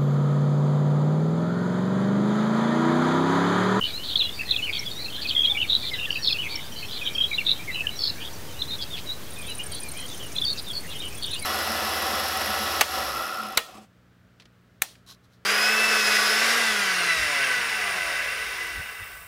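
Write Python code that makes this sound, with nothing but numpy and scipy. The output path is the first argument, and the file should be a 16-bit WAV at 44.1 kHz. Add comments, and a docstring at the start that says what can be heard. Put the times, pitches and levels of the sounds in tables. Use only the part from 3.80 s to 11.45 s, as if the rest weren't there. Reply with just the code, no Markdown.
"""Small songbirds twitter over a soft rumble of air and a thin hiss: trills, rasps and whistles overlap.
Each bird sings with its voice box: a steady vibration makes a pure note, a chaotic one a hoarse note.
Many notes come round a second time, and fainter birds answer from further off, echoing among leaves.
Dry straw rustles in a ground nest, and late on a bush cricket starts scraping its wings in paired strokes."""
import sys
import numpy as np
from scipy import signal
from scipy.fft import rfft, irfft
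from scipy.io import wavfile

SR = 44100
rng = np.random.default_rng(int(sys.argv[2]) if len(sys.argv) > 2 else 0)


def wrap_up_sound(samples):
    """Save the sound to the file named by the first command line argument, as 16-bit audio."""
    columns = np.atleast_2d(samples).T
    # keep every value between -1 and 1, then stretch to whole-number steps
    tamed = np.clip(columns, -1, 1)
    steps = np.round(tamed * 32767).astype(np.int16)
    wavfile.write(sys.argv[1], SR, steps)


N = 337365

ONCE, TWICE = 1, 2   # how many times a note is sung
# The bends a whistle can take. Each pair: start and end pitch, in % above the middle pitch.
DROP, SLIDE, FALL, SAG = (17.4, -15), (7.9, -6.5), (8.2, -6), (2.9, -4)
HOOK, FLAT, DIP, ARCH, CLIMB = (19.6, 2.5), (.64, -.55), (.83, 7), (-7, -6.5), (-10.5, 3.7)


def from_db(db):
    """Turn decibels into a number to multiply by."""
    return 10 ** (np.asarray(db) / 20)


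def unit_power(x):
    """Scale a sound so that its average power is 1."""
    return x / np.sqrt(np.mean(np.abs(x) ** 2) + 1e-20)


def add(out, start_s, sound):
    """Mix a sound in at the given time."""
    at = max(int(start_s * SR), 0)
    part = sound[:max(N - at, 0)]
    out[at:at + len(part)] += part


def wander(rate_hz):
    """A smooth random wobble of typical size 1; a higher rate moves faster."""
    smoothing = signal.butter(2, rate_hz, fs=SR, output="sos")
    return unit_power(signal.sosfilt(smoothing, rng.standard_normal(N + SR))[SR:])


def span(start_s, length_s):
    """The sample numbers of a note, and its progress from 0 to 1."""
    progress = np.arange(0, 1, 1 / (max(length_s, .002) * SR))
    return (int(start_s * SR) + np.arange(len(progress))) % N, progress


def swell(progress, sharpness):
    """Loudness rises and fades over a note; more sharpness gives a narrower peak."""
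    return np.abs(np.sin(np.pi * progress)) ** sharpness


def tone_at(hz):
    """A pure tone that follows a pitch curve."""
    return np.sqrt(2) * np.sin(2 * np.pi * np.cumsum(hz) / SR)


def with_repeats(rows, repeat_s=1.764):
    """List each note once for every time it is sung."""
    return [(s + turn * repeat_s, *note) for s, *note, times in rows for turn in range(times)]


def stem_echoes(sound, echo_db, latest_s, count=3):
    """Ground and stems send back close echoes, different for each note; the total energy stays the same."""
    gains = np.append(1, from_db(echo_db) * rng.choice([-1, 1], count))
    delays = np.append(0, rng.uniform(.001, latest_s, count) * SR).astype(int)
    out = np.zeros(len(sound) + delays.max())
    for delay, gain in zip(delays, gains):
        out[delay:delay + len(sound)] += gain * sound
    return out * np.sqrt(np.sum(sound ** 2) / (np.sum(out ** 2) + 1e-20))


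def gliding_notes(notes, jitter, flutter_db, sharpness):
    """Quivering tones glide through three pitches; fainter ones pass more leaves and echo more."""
    out, quiver, flutter = np.zeros(N), wander(170), wander(126)
    for s, length, start_hz, middle_hz, end_hz, db in notes:
        at, u = span(s, length)
        glide = start_hz * (1 - u) * (1 - 2 * u) + middle_hz * 4 * u * (1 - u) + end_hz * u * (2 * u - 1)
        tone = tone_at(glide * (1 + jitter * quiver[at]))
        note = from_db(db + flutter_db * flutter[at]) * swell(u, sharpness) * tone
        distance = np.interp(db, [-36, -20], [1, 0])   # 1 is far, 0 is near
        add(out, s, stem_echoes(note, echo_db=-17 + 3 * distance, latest_s=.008 + .02 * distance))
    return out


def air(level_db=-40):
    """Outdoor air: steady noise, shaped into a low rumble and a thin hiss."""
    # Each row: frequency in Hz, relative strength there in dB.
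    air_colour = [(25, -8.5), (48, -12), (72, 1), (110, -2.5), (200, -7), (450, -10), (600, -12.5),
                  (850, -15.5), (1300, -16), (2500, -18.5), (5000, -20.5), (8000, -24), (13000, -24),
                  (15300, -24)]
    points_hz, points_db = np.transpose(air_colour)
    hz = np.maximum(np.arange(N // 2 + 1) * SR / N, 1)
    colour = from_db(np.interp(np.log(hz), np.log(points_hz), points_db))
    return from_db(level_db) * unit_power(irfft(rfft(rng.standard_normal(N)) * colour, N))


def pip(length_s, hz, fall_hz):
    """The bird's voice box opens once: a short tone that drops in pitch."""
    _, progress = span(0, length_s)
    return swell(progress, 1.7) * tone_at(hz + fall_hz * (.5 - progress))


def trills(scatter_hz=40, warble_pip_s=.0135, buzz_pip_s=.0056):
    """Slow runs warble in round, even pips; fast runs buzz in short, uneven ones."""
    # Each row: start in seconds, length in seconds, first and last pitch in Hz, pips per second,
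    # fall within a pip in Hz, level in dB, times sung.
    runs = [ (.007, 0.069, 2880, 2983, 79, 380, -22, TWICE),
            (.283, 0.056, 4020, 3420, 82, 1500, -27.5, TWICE),
            (.589, .029, 2630, 2665, 62, 300, -25, TWICE),
            (.864, 0.049, 2650, 2330, 159, 600, -27.5, TWICE),
            (.922, .115, 2480, 2170, 63, 510, -35, TWICE), (.926, 0.06, 3430, 3300, 150, 1000, -27, ONCE),
            (1.254, 0.043, 2570, 2640, 58, 300, -32.5, TWICE),
            (1.467, .038, 4320, 4280, 150, 1200, -23, ONCE), (1.547, 0.096, 3380, 3315, 75, 250, -17, ONCE),
            (1.695, 0.028, 3560, 3560, 58, 200, -16.5, ONCE),
            (1.746, 0.032, 2335, 2290, 61, 300, -24.5, TWICE),
            (1.897, 0.072, 3770, 3850, 135, 500, -19.5, TWICE),
            (2.18, 0.075, 2830, 2710, 140, 350, -24.5, TWICE),
            (2.423, 0.12, 4420, 4200, 132, 538, -24.5, TWICE),
            (2.43, .11, 5300, 5110, 52, 576, -30.5, TWICE), (3.39, .08, 3170, 3270, 91, 400, -25.5, ONCE),
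            (4.934, 0.024, 3800, 3960, 140, 1200, -28.5, ONCE),
            (6.164, 0.1, 3070, 3170, 71, 400, -36, ONCE), (6.646, 0.089, 4540, 4370, 63, 450, -22, ONCE),
            (6.947, 0.041, 4540, 4430, 122, 199, -27.5, ONCE),
            (7.125, 0.058, 3200, 3000, 144, 600, -33.5, ONCE),
            (7.214, 0.07, 3120, 2880, 168, 500, -32.5, ONCE),
            (7.475, 0.051, 3450, 3800, 100, 1000, -35.5, ONCE)]
    out = np.zeros(N)
    for s, length, start_hz, end_hz, per_s, fall_hz, db in with_repeats(runs):
        buzz = np.interp(per_s, [70, 110], [0, 1])   # 0 is a warble, 1 is a buzz
        stumble, uneven_db = .04 + .17 * buzz, 1.2 + 1.8 * buzz
        pip_s = warble_pip_s + buzz * (buzz_pip_s - warble_pip_s)
        pips = max(round(length * per_s), 1)
        run = np.zeros(int((length + .02) * SR))
        for k, (late, loud, sharp) in enumerate(rng.standard_normal((32, 3))[:pips]):
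            progress = (k + .5) / pips
            hz = start_hz + (end_hz - start_hz) * progress + scatter_hz * sharp
            middle_s = (progress + stumble * late / pips) * length
            gain = from_db(db + uneven_db * loud) * swell(progress, .096)
            add(run, middle_s - pip_s / 2, gain * pip(pip_s, hz, fall_hz))
        add(out, s, stem_echoes(run, echo_db=-8, latest_s=.007))
    return out


def far_birds(centre_hz, spread, gain_db, count, bend=.0709, edge_db=-8.5):
    """Distant birds chirp at scattered times and pitches, weakest at their highest and lowest."""
    # Each row: time in seconds, relative level of the far birds in dB.
    loudness = [(0, -37), (2.5, -35), (2.9, -39), (3.3, -35), (4.3, -43.5), (4.7, -44), (5.4, -50),
                (5.7, -38), (6.8, -44.5), (7.6, -35.5)]
    notes = []
    for k, (when, size, pitch, first, last) in enumerate(rng.uniform(-1, 1, (count, 5))):
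        s = (k + .5 + when / 2) / count * N / SR
        length = .0476 + .0208 * size
        hz = centre_hz * np.exp(spread * pitch)
        db = np.interp(s, *np.transpose(loudness)) + gain_db + edge_db * pitch ** 2
        notes.append((s, length, hz * (1 + 2 * bend * first), hz, hz * (1 + bend * last), db))
    return gliding_notes(notes, jitter=.018, flutter_db=4, sharpness=1)


def rasps(rattle_hz=140, rattle_db=2.5):
    """Chaotic vibration smears a tone into a hoarse band, which rattles in uneven pulses."""
    # Each row: start in seconds, length in seconds, pitch in Hz, band width in Hz, level in dB, times sung.
    hoarse_notes = [ (.031, 0.097, 3960, 1200, -35, ONCE), (.232, .11, 3890, 1150, -33.5, TWICE),
                    (.356, .031, 3960, 905, -25.5, ONCE), (.4, 0.04, 2900, 700, -32, ONCE),
                    (.535, .1, 4630, 400, -41.5, TWICE), (.605, .036, 2020, 600, -41, ONCE),
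                    (.678, .072, 3790, 850, -29.5, TWICE), (.756, 0.022, 3860, 700, -32, ONCE),
                    (.915, 0.22, 3430, 850, -44.5, TWICE), (1.192, 0.073, 4300, 650, -39, TWICE),
                    (1.318, 0.16, 3380, 700, -37, TWICE), (1.413, 0.037, 4420, 650, -32, ONCE),
                    (1.485, .055, 3455, 750, -29.5, TWICE), (1.643, 0.03, 3790, 500, -28.5, ONCE),
                    (1.885, .09, 3830, 820, -31, TWICE), (2.135, .046, 3300, 1100, -35.5, ONCE),
                    (2.452, 0.089, 4590, 890, -35, TWICE), (2.457, 0.06, 3500, 453, -37, TWICE),
                    (3.161, 0.022, 3850, 893, -31.5, ONCE), (4.354, 0.095, 1695, 299.6, -49, ONCE),
                    (4.4, .042, 3060, 550, -37.5, ONCE), (4.435, 0.055, 3420, 550, -36.5, ONCE),
                    (5.01, .033, 4300, 1300, -32.5, TWICE), (5.164, 0.04, 3510, 2320, -36.5, ONCE),
                    (5.62, 0.062, 3390, 500, -42, ONCE), (5.913, 0.083, 4200, 800, -39.5, ONCE),
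                    (6.93, 0.078, 4460, 350, -37, ONCE), (7.03, 0.044, 1964, 400, -44, ONCE),
                    (7.099, .037, 3680, 700, -37.5, ONCE), (7.412, 0.051, 4400, 450, -35.5, ONCE),
                    (7.419, 0.065, 3400, 700, -35.5, ONCE), (7.511, 0.06, 3750, 910, -33.5, ONCE)]
    out = np.zeros(N)
    chaos = rng.standard_normal(N) + 1j * rng.standard_normal(N)
    rattle = unit_power(from_db(rattle_db * tone_at(rattle_hz * (1 + .35 * wander(90)))))
    for s, length, hz, width_hz, db in with_repeats(hoarse_notes):
        at, progress = span(s, length)
        smear = signal.sosfilt(signal.butter(4, width_hz / 2, fs=SR, output="sos"), chaos[at])
        band = np.real(smear * np.exp(2j * np.pi * hz * at / SR))   # shift the noise up to the pitch
        add(out, s, from_db(db) * swell(progress, .27) * unit_power(rattle[at] * band))
    return out


def whistles():
    """Nearby birds whistle pure notes, each with its own bend in pitch."""
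    # Each row: start in seconds, length in seconds, middle pitch in Hz, bend, level in dB, times sung.
    song = [ (.125, 0.062, 4070, CLIMB, -32.5, ONCE), (.17, .085, 2990, CLIMB, -39.5, ONCE),
            (.386, 0.045, 3730, DROP, -20, ONCE), (.42, 0.049, 3980, SAG, -29, ONCE),
            (.428, 0.052, 3330, FLAT, -33.5, ONCE), (.713, 0.015, 3590, SLIDE, -18.5, TWICE),
            (.729, 0.025, 2580, FALL, -31.5, TWICE), (.776, 0.032, 2630, FALL, -29, TWICE),
            (.821, 0.027, 2960, DIP, -25.5, TWICE), (.847, .02, 2950, SAG, -29.5, TWICE),
            (.925, 0.066, 4520, ARCH, -36.5, TWICE), (1.051, 0.045, 3400, SAG, -32, ONCE),
            (1.15, .092, 3970, CLIMB, -37, ONCE), (1.155, .025, 5760, FLAT, -45.5, TWICE),
            (1.24, 0.033, 4150, FLAT, -33.5, ONCE), (1.335, 0.037, 3140, FLAT, -35, ONCE),
            (1.449, .021, 2520, SAG, -28, TWICE), (1.641, 0.021, 3250, SAG, -17, TWICE),
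            (1.67, 0.023, 3285, FLAT, -20.5, TWICE), (1.814, 0.019, 2732, HOOK, -20, TWICE),
            (1.839, 0.017, 2360, FALL, -29, TWICE), (2.027, 0.031, 2370, FLAT, -39, TWICE),
            (2.111, 0.046, 2055, FALL, -32, TWICE), (2.133, 0.017, 3880, SAG, -29, ONCE),
            (2.268, 0.036, 1740, FALL, -38.5, TWICE), (2.34, 0.062, 3995, ARCH, -41.5, TWICE),
            (2.39, .045, 5630, SAG, -42, TWICE), (3.11, .058, 4100, ARCH, -37, TWICE),
            (3.228, 0.051, 3270, FALL, -37.5, ONCE), (3.349, 0.017, 3200, SAG, -25.5, ONCE),
            (3.379, 0.017, 3230, FLAT, -23, ONCE), (3.498, 0.023, 3900, SAG, -39, TWICE),
            (3.522, 0.044, 3860, DIP, -28, TWICE), (3.911, 0.057, 3990, ARCH, -37.5, TWICE),
            (4.37, 0.071, 2430, CLIMB, -44, TWICE), (4.787, 0.058, 4090, ARCH, -33.5, TWICE),
            (4.902, 0.05, 3675, DIP, -30.5, TWICE), (4.985, .06, 3340, SAG, -35, ONCE),
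            (5.102, 0.04, 3600, FLAT, -36, TWICE), (5.133, .027, 3355, SAG, -32, TWICE),
            (5.565, 0.061, 2466, SAG, -42, ONCE), (5.68, .055, 2980, SLIDE, -37.5, ONCE),
            (5.79, 0.028, 2860, DIP, -31.5, ONCE), (6.01, 0.085, 2410, SAG, -43, ONCE),
            (6.3, 0.039, 3490, FLAT, -40, ONCE), (6.395, 0.059, 3030, HOOK, -42, ONCE),
            (6.615, .016, 3470, DIP, -22.5, ONCE), (6.631, 0.019, 3440, SLIDE, -26.5, ONCE),
            (7.197, .018, 3730, DIP, -34, ONCE), (7.555, 0.035, 2850, DIP, -33, ONCE),
            (7.612, 0.037, 2210, SAG, -40, ONCE)]
    notes = [(s, length, hz * (1 + start / 100), hz, hz * (1 + end / 100), db)
             for s, length, hz, (start, end), db in with_repeats(song)]
    return gliding_notes(notes, jitter=.011, flutter_db=2, sharpness=.51)


def chips(fall_hz_per_s=61000):
    """Sharp, tiny calls all dive in pitch at one speed, so a longer one falls further."""
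    # Each row: start in seconds, length in seconds, middle pitch in Hz, level in dB, times sung.
    calls = [ (.3555, 0.0075, 3440, -13, ONCE), (.491, 0.0077, 3380, -26.5, TWICE),
             (.709, .007, 4010, -14.5, TWICE), (.76, 0.0088, 3410, -18.5, TWICE),
             (.991, 0.0095, 5530, -25, TWICE), (1.508, .0075, 3106, -19.5, TWICE),
             (1.903, 0.0032, 3720, -13.5, TWICE), (1.93, 0.0036, 3700, -12, TWICE),
             (1.9505, 0.004, 3900, -12, TWICE), (2.305, 0.0043, 2940, -15, TWICE),
             (2.3265, 0.0055, 2950, -24, TWICE), (4.532, 0.0135, 5750, -42, ONCE),
             (4.8185, .007, 3580, -19, TWICE), (5.93, .01, 4520, -35, ONCE),
             (6.562, 0.0072, 3430, -25, ONCE), (6.975, .0073, 4390, -24, ONCE),
             (7.44, 0.012, 3580, -26, ONCE), (7.53, .012, 3960, -26, ONCE)]
    notes = []
    for s, length, hz, db in with_repeats(calls):
        half_fall_hz = fall_hz_per_s * length / 2
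        notes.append((s, length, hz + half_fall_hz, hz, hz - half_fall_hz, db))
    return gliding_notes(notes, jitter=.0095, flutter_db=0, sharpness=.9)


def hoots():
    """Faint, low hoots waver from far away."""
    # Each row: start in seconds, length in seconds, first, middle and last pitch in Hz, relative level in dB.
    calls = [(1.68, .1, 800, 810, 815, -50), (2.62, .35, 950, 910, 900, -54),
             (4.4, .35, 910, 910, 900, -54), (4.55, .22, 520, 530, 530, -54),
             (6.3, .22, 520, 525, 520, -55)]
    return gliding_notes(calls, jitter=.013, flutter_db=5.5, sharpness=.47)


def straw_rustle(ticks_per_s=100, band_hz=(5200, 7000), size_db=3.5, tick_s=.007):
    """As the parent bird shifts on the nest, straws slip over each other in tiny, uneven ticks."""
    # Each row: time in seconds, level in dB.
    loudness = [(2.6, -78), (3.1, -62), (4.3, -64), (4.6, -54.5), (5.299, -61), (5.8, -62), (6.35, -48.5),
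                (6.9, -60), (7.299, -53)]
    slipping = rng.random(N) < ticks_per_s / SR
    slips = slipping * from_db(size_db * np.minimum(rng.exponential(1, N), 4))
    fades = signal.lfilter([1], [1, -np.exp(-1 / (tick_s * SR))], slips + 1e-18)   # each slip dies away
    bursts = fades * rng.standard_normal(N)
    ticks = signal.sosfilt(signal.butter(2, band_hz, "band", fs=SR, output="sos"), bursts)
    return from_db(np.interp(np.arange(N) / SR, *np.transpose(loudness))) * unit_power(ticks)


def cricket_rhythm(period_s=.0813, slowing_s=.00064):
    """The time and level of each pair of wing strokes: a bout starts briskly and slows as it goes."""
    # Each row: start of a bout of singing in seconds, number of stroke pairs.
    bouts = [(5.51, 21), (7.354, 4)]
    # How hard the cricket sings. Each row: time in seconds, level in dB.
    effort = [(5.5, -41), (5.92, -32.5), (6.18, -36), (6.27, -41.5), (7.1, -43.5), (7.6, -34.5)]
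    times = [start + k * period_s + k * (k - 1) / 2 * slowing_s
             for start, pairs in bouts for k in range(pairs)]
    return [(s, np.interp(s, *np.transpose(effort))) for s in times]


def cricket(stroke_s=.017, pair_gap_s=.029, second_db=1.5, scrape=.023):
    """Each stroke of a row of tiny teeth sets the wing's tones ringing, in a new balance every time."""
    # The tones a wing rings at. Each row: pitch in Hz, width of its pitch range in Hz, relative level in dB.
    wing_tones = [(5800, 450, -16), (8750, 160, -3), (9280, 180, 0), (9700, 240, -6), (10300, 200, -6),
                  (10850, 300, -11)]
    out, teeth = np.zeros(N), [wander(900) for _ in wing_tones]
    for s, db in cricket_rhythm():
        first_s = s - stroke_s / 2
        for start_s, stroke_db in ((first_s, db), (first_s + pair_gap_s, db + second_db)):
            at, progress = span(start_s, stroke_s)
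            ringing = 0
            for (hz, width_hz, tone_db), roughness in zip(wing_tones, teeth):
                pitch = (hz + width_hz / 2 * rng.normal()) * (1 + scrape * roughness[at])
                ringing += from_db(tone_db + 4 * rng.normal()) * tone_at(pitch)
            shape = swell(progress ** .57, 2)   # quick rise, slower fade
            stroke = from_db(stroke_db) * shape * unit_power(ringing)
            add(out, start_s, stem_echoes(stroke, echo_db=-1, latest_s=.0048))
    return out


def leaf_echoes(sound, first_echo_s=.0098, fade_s=.38):
    """Leaves and trunks scatter sound into a short, blurred tail."""
    t = np.arange(SR // 2) / SR
    tail = rng.standard_normal(len(t)) * from_db(-60 * t / fade_s) * (t > first_echo_s)
    return signal.fftconvolve(sound, tail / np.sqrt(np.sum(tail ** 2)))[:N]


def scene():
    """Mix it all: near birds arrive mostly straight, far birds with more echo from the leaves."""
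    near = whistles() + chips() + trills() + rasps()
    chatter = far_birds(centre_hz=3300, spread=.42, gain_db=-1.7, count=160)
    thin_chirps = far_birds(centre_hz=5670, spread=.3, gain_db=-13, count=44)
    low_chirps = far_birds(centre_hz=1843, spread=.2, gain_db=-8, count=26)
    far = chatter + thin_chirps + low_chirps + hoots()
    insect = cricket()
    scattered = leaf_echoes(from_db(-18) * near + from_db(-8.5) * far + from_db(-16) * insect)
    return (near + from_db(-1.5) * far + scattered + insect + straw_rustle() + air())[None]


def record(dry):
    """The highest treble is cut off steeply, and the whole wave sits slightly below zero."""
    cutoff_hz, offset = 15650, -.0176
    return signal.sosfilt(signal.ellip(12, .1, 70, cutoff_hz, fs=SR, output="sos"), dry) + offset


dry = scene()
out = record(dry)
wrap_up_sound(out)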